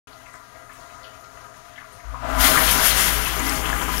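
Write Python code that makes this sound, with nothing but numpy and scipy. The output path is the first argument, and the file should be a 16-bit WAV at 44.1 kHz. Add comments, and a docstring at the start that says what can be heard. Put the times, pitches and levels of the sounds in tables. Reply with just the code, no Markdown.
"""Water jets lash the racks inside a steel dishwasher tub, close up, then fade as the arm swings away.
First a quiet inflow trickles, drips and gurgles; then the pump hums and shakes, air gulps out of the
pipe, the sump churns and the nozzles spit. The water is droplet clicks and shaped noise, the bubbles
are short dying tones, and the tub's air modes and echo give them a hollow, steely ring.
The wash plays on the left channel; the right holds only a faint hiss."""
import sys
import numpy as np
from scipy import signal
from scipy.fft import rfft, irfft
from scipy.io import wavfile

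SR = 44100
rng = np.random.default_rng(int(sys.argv[2]) if len(sys.argv) > 2 else 0)


def store_wav(level_fs):
    """Save 16-bit WAV to argv[1]."""
    pcm = np.round(np.clip(np.atleast_2d(level_fs), -1, 1) * 32767)
    wavfile.write(sys.argv[1], SR, pcm.T.astype(np.int16))


N = 176400
TIME = np.arange(N) / SR

# Air modes of the tub: pitch_hz, inflow_lift_db (also for bubbles), wash_lift_db (pumped water)
TUB_MODES = [(265.7, 11.5, 6), (324, 2.5, 2), (423.3, 12.5, 7), (521.5, 13, 4.5), (638.3, 10, 10.5),
             (695.8, 8, 4.5), (767, -14, 8.5), (825, 4.5, 4.5), (970.7, 12.5, 9.5), (1004, 8.5, 9),
             (1064, 6, 2), (1144, 6, -19), (1186, 10, -6), (1199.4, -12, 12), (1243, 14, -6),
             (1348, -10, 8), (1388, 14, -2.5), (1505, -22, 7.5), (1608, 9, -2), (1895, 6, -26),
             (2004, 9, -7), (2000, -27, 8)]
# EQ of the thin inflow: frequency_hz, gain_db
INFLOW_EQ = [(25, 0.5), (55, 4), (120, -0.5), (190, -7.5), (260, -7.5), (560, -11.5), (660, 4.5),
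             (790, -7.5), (1300, -3), (1900, -6.5), (2400, -13.5), (3800, -15), (5600, -15), (6700, -10),
             (7700, -22.5), (9600, -17), (12000, -20), (15500, -31.5)]
# Stray drops off the racks: rate_per_s, low_hz, high_hz, echo_level_db
DRIPS = (74, 1208, 14000, -56.5)
# Fat drops nearby: rate_per_s, low_hz, high_hz, level_db (relative to the churn)
SPLATS = (68, 1498, 7000, -17)
# Bubble clusters: start_s, pitch_hz, level_db (before trim and tub), spread_octaves
GURGLES = [(.075, 2700, -51, .3), (0.127, 4060, -50.5, 0.55), (0.259, 2100, -46, 0.14),
           (.333, 7960, -52, .12), (0.339, 1500, -43.5, 0.35), (.55, 2050, -50.5, 0.15),
           (0.694, 1490, -42, 0.2), (.715, 2520, -51, 0.19), (.73, 9900, -52, 0.68), (0.806, 4200, -56, .1),
           (.9, 2670, -55.5, 0.12), (1.032, 4480, -47.5, 0.058), (1.043, 3000, -43, 0.038),
           (1.241, 4300, -52, 0.42), (1.205, 11500, -58, .2), (1.372, 2600, -50.5, 0.62),
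           (1.446, 1490, -46, 0.33), (1.757, 3000, -49, 0.084), (1.779, 1860, -39, 0.15),
           (1.815, 1290, -44.5, 0.2), (1.924, 9700, -50, 0.15), (1.997, 1990, -48.5, 0.079),
           (2.137, 1010, -34, 0.14), (2.544, 1140, -21, 0.28), (2.572, 1880, -20, 0.12),
           (2.678, 3400, -20.5, 0.2), (2.71, 11600, -18.5, 0.11), (2.862, 10800, -22.5, .15),
           (2.905, 3210, -23, 0.27), (3.255, 2740, -27.5, 0.17), (3.555, 6050, -32.5, .3),
           (3.654, 2930, -30, 0.1), (3.728, 1580, -31, 0.067), (3.879, 1015, -27.5, 0.17)]
# Envelope of the pump's shaking: time_s, level_db
PUMP_ENVELOPE = [(2.02, -67), (2.055, -34), (2.10, -25), (2.2, -39), (2.25, -31), (2.31, -28.5),
                 (2.38, -19.5), (2.42, -19), (2.46, -28.5), (2.58, -27), (2.65, -22), (2.84, -31.5),
                 (2.97, -24.5), (3.07, -30), (3.16, -23), (3.25, -28), (4.0, -27)]
# Envelope of the first rush up the feed pipe: time_s, level_db
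SURGE_ENVELOPE = [(2.04, -45), (2.11, -40.5), (2.2, -35), (2.26, -26.5), (2.33, -23), (2.4, -20),
                  (2.46, -15), (2.55, -28.5), (3.2, -55)]
# EQ of that rush: frequency_hz, gain_db
SURGE_EQ = [(40, 0), (100, -0.5), (170, -11), (260, 2), (380, -17.5), (570, -15), (650, 0.5), (790, -3.5),
            (1000, -1.5), (1400, 1), (1900, -7.5), (2800, -12.5), (15000, -35)]
# Big air pockets booming through the pipe: start_s, pitch_hz, level_db, swell_s
GULPS = [(2.222, 647, -26.5, 0.043), (2.424, 262, -24.5, 0.024), (2.436, 620, -24.5, 0.059),
         (2.782, 634, -28, 0.045), (3.382, 269, -29, 0.056), (3.734, 270, -33, 0.028)]
# Envelope of the water churning in the sump: time_s, level_db
CHURN_ENVELOPE = [(2.2, -57), (2.3, -32), (2.39, -30.5), (2.45, -27), (2.51, -21), (2.58, -14),
                  (2.65, -22.5), (2.76, -19), (2.88, -21.5), (3.0, -22.5), (3.15, -22.5), (3.33, -25),
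                  (3.45, -24.5), (3.6, -22.5), (3.72, -23.5), (4.0, -24)]
# EQ of the churn: frequency_hz, gain_db
CHURN_EQ = [(25, 5), (55, 5.5), (90, -4), (160, 2.5), (260, -2.5), (400, -4.5), (560, -6.5), (850, -3.5),
            (1300, -0.5), (1650, -3), (2100, -4.5), (2500, -8), (3100, -6.5), (3900, -36), (6600, -13.5),
            (8000, -19), (15000, -22.5)]
# Spitting nozzles: start_s, end_s, low_hz, high_hz, level_db
SPUTTER = (2.5, 3.5, 2300, 5510, -40)
# Close ticks, the sharp onset of one gurgle and then nearby drops: start_s, pitch_hz, peak_db
TICKS = [(1.782, 1850, -32), (3.395, 6750, -15), (3.468, 5240, -16.5), (3.4917, 5330, -18),
         (3.4955, 5300, -14.5), (3.4954, 8200, -11.5), (3.7008, 1390, -10), (3.7304, 1620, -11),
         (3.981, 5370, -14)]
# Envelope of the jets, striking close and then swinging away: time_s, level_db
JET_ENVELOPE = [(2.25, -62), (2.29, -50), (2.375, -33.5), (2.41, -15), (2.52, -13.5), (2.57, -16.5),
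                (2.68, -16), (2.715, -16.5), (2.77, -17), (2.88, -14), (2.95, -16.5), (3.085, -16),
                (3.13, -21.5), (3.34, -26.5), (3.55, -26.5), (3.7, -31), (3.87, -30), (3.98, -24)]
# EQ of the jets: frequency_hz, gain_db
JET_EQ = [(400, -20), (1400, 6), (2050, 5), (2450, 0), (3100, 5.5), (3900, 0), (5600, 0), (6800, 0.5),
          (7900, -6), (9400, 2.5), (11800, 3.5), (13200, 0.5), (15500, -6)]

MODE_WIDTH_HZ, TUB_T60_S, TUB_WET_DB, DENSE_MODES_ABOVE_HZ = 9.4, 0.35, 1.5, 1240
INFLOW_DB, HISS_DB = -41.5, -68
GURGLE_S, GURGLE_TRIM_DB, RING_CYCLES = 0.016, 0.5, 1.37
BUBBLE_SHRINK_DB = 4.5   # later bubbles are smaller: this much quieter per GURGLE_S
PUMP_HZ, PUMP_WOBBLE, PUMP_THROB_DB, PUMP_START_S, PUMP_RISE_S = 53.7, 0.022, 1, 2.056, 0.087
HUM_HZ, HUM_IDLE_DB, HUM_LOAD_DB = 116.3, -57.5, -42.5
GULP_WIDTH_OCTAVES = 0.3
TICK_T60_S, TICK_RISE_S = 0.0071, 0.0002
LEAD_IN_S, CUTOFF_HZ = 0.072, 15720


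def from_db(db):
    """Decibels to gain."""
    return np.exp(np.asarray(db) * (np.log(10) / 20))


def unit_rms(x):
    """Scale to rms 1."""
    return x / np.sqrt(np.mean(x ** 2) + 1e-20)


def envelope(points):
    """A fader ride through (time_s, level_db) points; silent before the first."""
    time_s, level_db = np.transpose(points)
    return from_db(np.interp(TIME, time_s, level_db, left=-np.inf))


def drift(rate_hz):
    """A smooth random modulator, about 1 rms."""
    hop, settle = 40, 2000
    pole = np.exp(-2 * np.pi * rate_hz * hop / SR)
    noise = rng.standard_normal(N // hop + settle + 2)
    slow = signal.lfilter([1], [1, -2 * pole, pole * pole], noise)[settle:]
    return np.interp(np.arange(N) / hop, np.arange(len(slow)), unit_rms(slow))


def patter(per_s, spread_db):
    """Random droplet clicks, many small and a few large; rms 1."""
    sizes = from_db(spread_db * np.minimum(rng.exponential(1, N), 4)) * rng.choice([-1, 1], N)
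    return unit_rms(sizes * (rng.random(N) < per_s / SR))


def flickering_eq(x, eq, flicker_db, flicker_hz):
    """An EQ whose half-octave bands swell and sink, partly in step; rms 1."""
    hz, db = np.transpose(eq)
    octave = np.log2(np.maximum(np.fft.rfftfreq(N, 1 / SR), 1))
    spectrum = rfft(x) * from_db(np.interp(octave, np.log2(hz), db))
    together, out = drift(flicker_hz), 0
    for centre in np.arange(4.5, 14.6, .5):
        band = irfft(spectrum * np.maximum(1 - 2 * abs(octave - centre), 0), N)
        out = out + band * from_db(flicker_db * (0.81 * together + drift(flicker_hz)))
    return unit_rms(out)


def tub_modes(x, pumped):
    """Standing waves between the steel walls lift narrow bands, in another balance for pumped water."""
    radius, out = np.exp(-np.pi * MODE_WIDTH_HZ / SR), x
    feed = (1 - radius ** 2) / 2 * np.array([1, 0, -1])
    for hz, inflow_db, wash_db in TUB_MODES:
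        ring = signal.lfilter(feed, [1, -2 * radius * np.cos(2 * np.pi * hz / SR), radius ** 2], x)
        out = out + from_db(wash_db if pumped else inflow_db) * ring
    return out


def tub_echo(x):
    """Dense reflections make a short reverb, fully wet."""
    t = TIME[:SR // 2]
    tail = rng.standard_normal(len(t)) * from_db(-60 * t / TUB_T60_S)
    return signal.fftconvolve(x, tail / np.linalg.norm(tail))[:N]


def steel_sheen(x, ring_db):
    """Higher up, the tub's modes crowd into a steely ripple: high-passed echo added to x."""
    highpass = signal.butter(2, DENSE_MODES_ABOVE_HZ, "high", fs=SR, output="sos")
    return x + from_db(ring_db) * signal.sosfilt(highpass, tub_echo(x))


def inflow():
    """The quiet bed: a thin stream patters into the sump."""
    trickle = patter(per_s=3000, spread_db=0.5) + from_db(4.5) * rng.standard_normal(N)
    stream = flickering_eq(trickle, INFLOW_EQ, flicker_db=1.5, flicker_hz=5.8)
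    stream = steel_sheen(stream, ring_db=-10)
    return from_db(INFLOW_DB) * unit_rms(tub_modes(stream, pumped=False))


def stray_drops(per_s, low_hz, high_hz, db, pitch_count=16):
    """Lone drops at random, each a pitched tick a few cycles long."""
    out = 0
    for hz in np.geomspace(low_hz, high_hz, pitch_count):
        hits = rng.random(N) < per_s / pitch_count / SR
        clicks = hits * rng.uniform(-1.03, 1, N) ** 3 / np.sqrt(hz)
        radius, cosine = np.exp(-hz / SR / RING_CYCLES), np.cos(2 * np.pi * hz / SR)
        poles = [1, -2 * radius * cosine, radius ** 2]
        out = out + signal.lfilter([1, -radius * cosine], poles, clicks + 1e-18)
    return from_db(db) * unit_rms(out)


def drips():
    """Drops fall from the wet racks, mostly echo; once the wash runs, fat ones splat nearby."""
    dripping = stray_drops(*DRIPS)
    return from_db(-11) * dripping + tub_echo(dripping) + envelope(CHURN_ENVELOPE) * stray_drops(*SPLATS)


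def gurgles(bubble_count=18):
    """Each gurgle is a dying cluster of bubbles around one pitch, echoing in the tub."""
    out, t = np.zeros(N + SR), TIME[:SR // 14]
    for start_s, hz, db, octaves in GURGLES:
        onsets_s = GURGLE_S * rng.exponential(1, (bubble_count, 1))
        onsets_s -= onsets_s.min()
        sizes = from_db(-BUBBLE_SHRINK_DB * onsets_s / GURGLE_S)
        pitches_hz = np.minimum(hz * 2 ** (octaves * rng.standard_normal((bubble_count, 1))), CUTOFF_HZ)
        cycles = np.maximum(t - onsets_s, 0) * pitches_hz
        bubbles = sizes * np.sin(2 * np.pi * cycles) * cycles * np.exp(-cycles / RING_CYCLES)
        out[int(start_s * SR):][:len(t)] += from_db(db + GURGLE_TRIM_DB) * unit_rms(bubbles.sum(0))
    wet = from_db(TUB_WET_DB)
    return (tub_modes(out[:N], pumped=False) + wet * tub_echo(out[:N])) / (1 + wet)


def pump():
    """The low end: the motor shakes the tub once a turn, and its windings hum louder under load."""
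    turns = np.cumsum(PUMP_HZ * (1 + PUMP_WOBBLE * drift(4.7))) / SR
    shake = envelope(PUMP_ENVELOPE) * from_db(PUMP_THROB_DB * drift(10)) * np.sin(2 * np.pi * turns)
    hum_db = np.interp(TIME, [PUMP_START_S, PUMP_START_S + PUMP_RISE_S], [HUM_IDLE_DB, HUM_LOAD_DB])
    hum = from_db(hum_db) * np.sin(2 * np.pi * HUM_HZ * TIME)
    return np.sqrt(2) * (shake + hum)


def surge():
    """Water drives the air out of the pipe and arm with a hollow roar."""
    rush = flickering_eq(rng.standard_normal(N), SURGE_EQ, flicker_db=0.4, flicker_hz=15)
    return envelope(SURGE_ENVELOPE) * unit_rms(tub_modes(rush, pumped=True))


def gulps():
    """Each air pocket is a low whoosh that swells, fades and rings the tub's nearest modes."""
    out, t = np.zeros(N + SR), TIME[:SR // 2]
    for start_s, hz, db, swell_s in GULPS:
        edges_hz = hz * 2 ** (GULP_WIDTH_OCTAVES * np.array([-.5, .5]))
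        band = signal.butter(2, edges_hz, "band", fs=SR, output="sos")
        whoosh = tub_modes(signal.sosfilt(band, rng.standard_normal(SR)), pumped=True)[-len(t):]
        swell = t / swell_s * np.exp(1 - t / swell_s)
        gulp = unit_rms(whoosh * swell) * np.sqrt(np.mean(swell ** 2))   # about 1 rms at the crest
        out[int(start_s * SR):][:len(t)] += from_db(db) * gulp
    return out[:N]


def churn():
    """The body of the wash: heavy water slaps the sump and walls and sets the tub ringing."""
    slaps = patter(per_s=4000, spread_db=3.5) + from_db(-3) * rng.standard_normal(N)
    water = flickering_eq(slaps, CHURN_EQ, flicker_db=1.73, flicker_hz=21.3)
    water = steel_sheen(water, ring_db=-6.5)
    return envelope(CHURN_ENVELOPE) * unit_rms(tub_modes(water, pumped=True))


def sputter(start_s, end_s, low_hz, high_hz, db):
    """Air and water spit from the nozzles: a hard-gated crackle under the jets."""
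    band = signal.butter(2, [low_hz, high_hz], "band", fs=SR, output="sos")
    spit = signal.sosfilt(band, patter(per_s=9000, spread_db=13))
    return from_db(db) * unit_rms(spit) * (TIME >= start_s) * (TIME < end_s)


def ticks():
    """Short, dry, close ticks: nearby drops and the sharp onset of one gurgle."""
    out, t = np.zeros(N + SR), TIME[:SR // 20]
    shape = (1 - np.exp(-t / TICK_RISE_S)) * from_db(-60 * t / TICK_T60_S)
    shape /= shape.max()
    for start_s, hz, db in TICKS:
        out[int(start_s * SR):][:len(t)] += from_db(db) * shape * np.sin(2 * np.pi * hz * t)
    return out[:N]


def jets():
    """The bright lead: fine, fast droplets hit racks and steel over the smooth hiss of the jets."""
    spray = patter(per_s=9000, spread_db=0.5) + from_db(1.5) * rng.standard_normal(N)
    spray = steel_sheen(spray, ring_db=-9)
    return envelope(JET_ENVELOPE) * flickering_eq(spray, JET_EQ, flicker_db=1.5, flicker_hz=10)


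def scene():
    """The mix as heard from the lower rack, panned hard left."""
    bed = inflow() + gurgles() + drips()
    wash = pump() + surge() + sputter(*SPUTTER) + gulps() + churn() + jets()
    return np.array([bed + wash + ticks(), np.zeros(N)])


def record(dry):
    """Faint hiss on both channels, a silent lead-in and a steep top cut."""
    hiss = from_db(HISS_DB) * rng.standard_normal((2, N))
    top_cut = signal.ellip(12, .1, 80, CUTOFF_HZ, fs=SR, output="sos")
    return signal.sosfilt(top_cut, (dry + hiss) * (TIME >= LEAD_IN_S))


dry = scene()
out = record(dry)
store_wav(out)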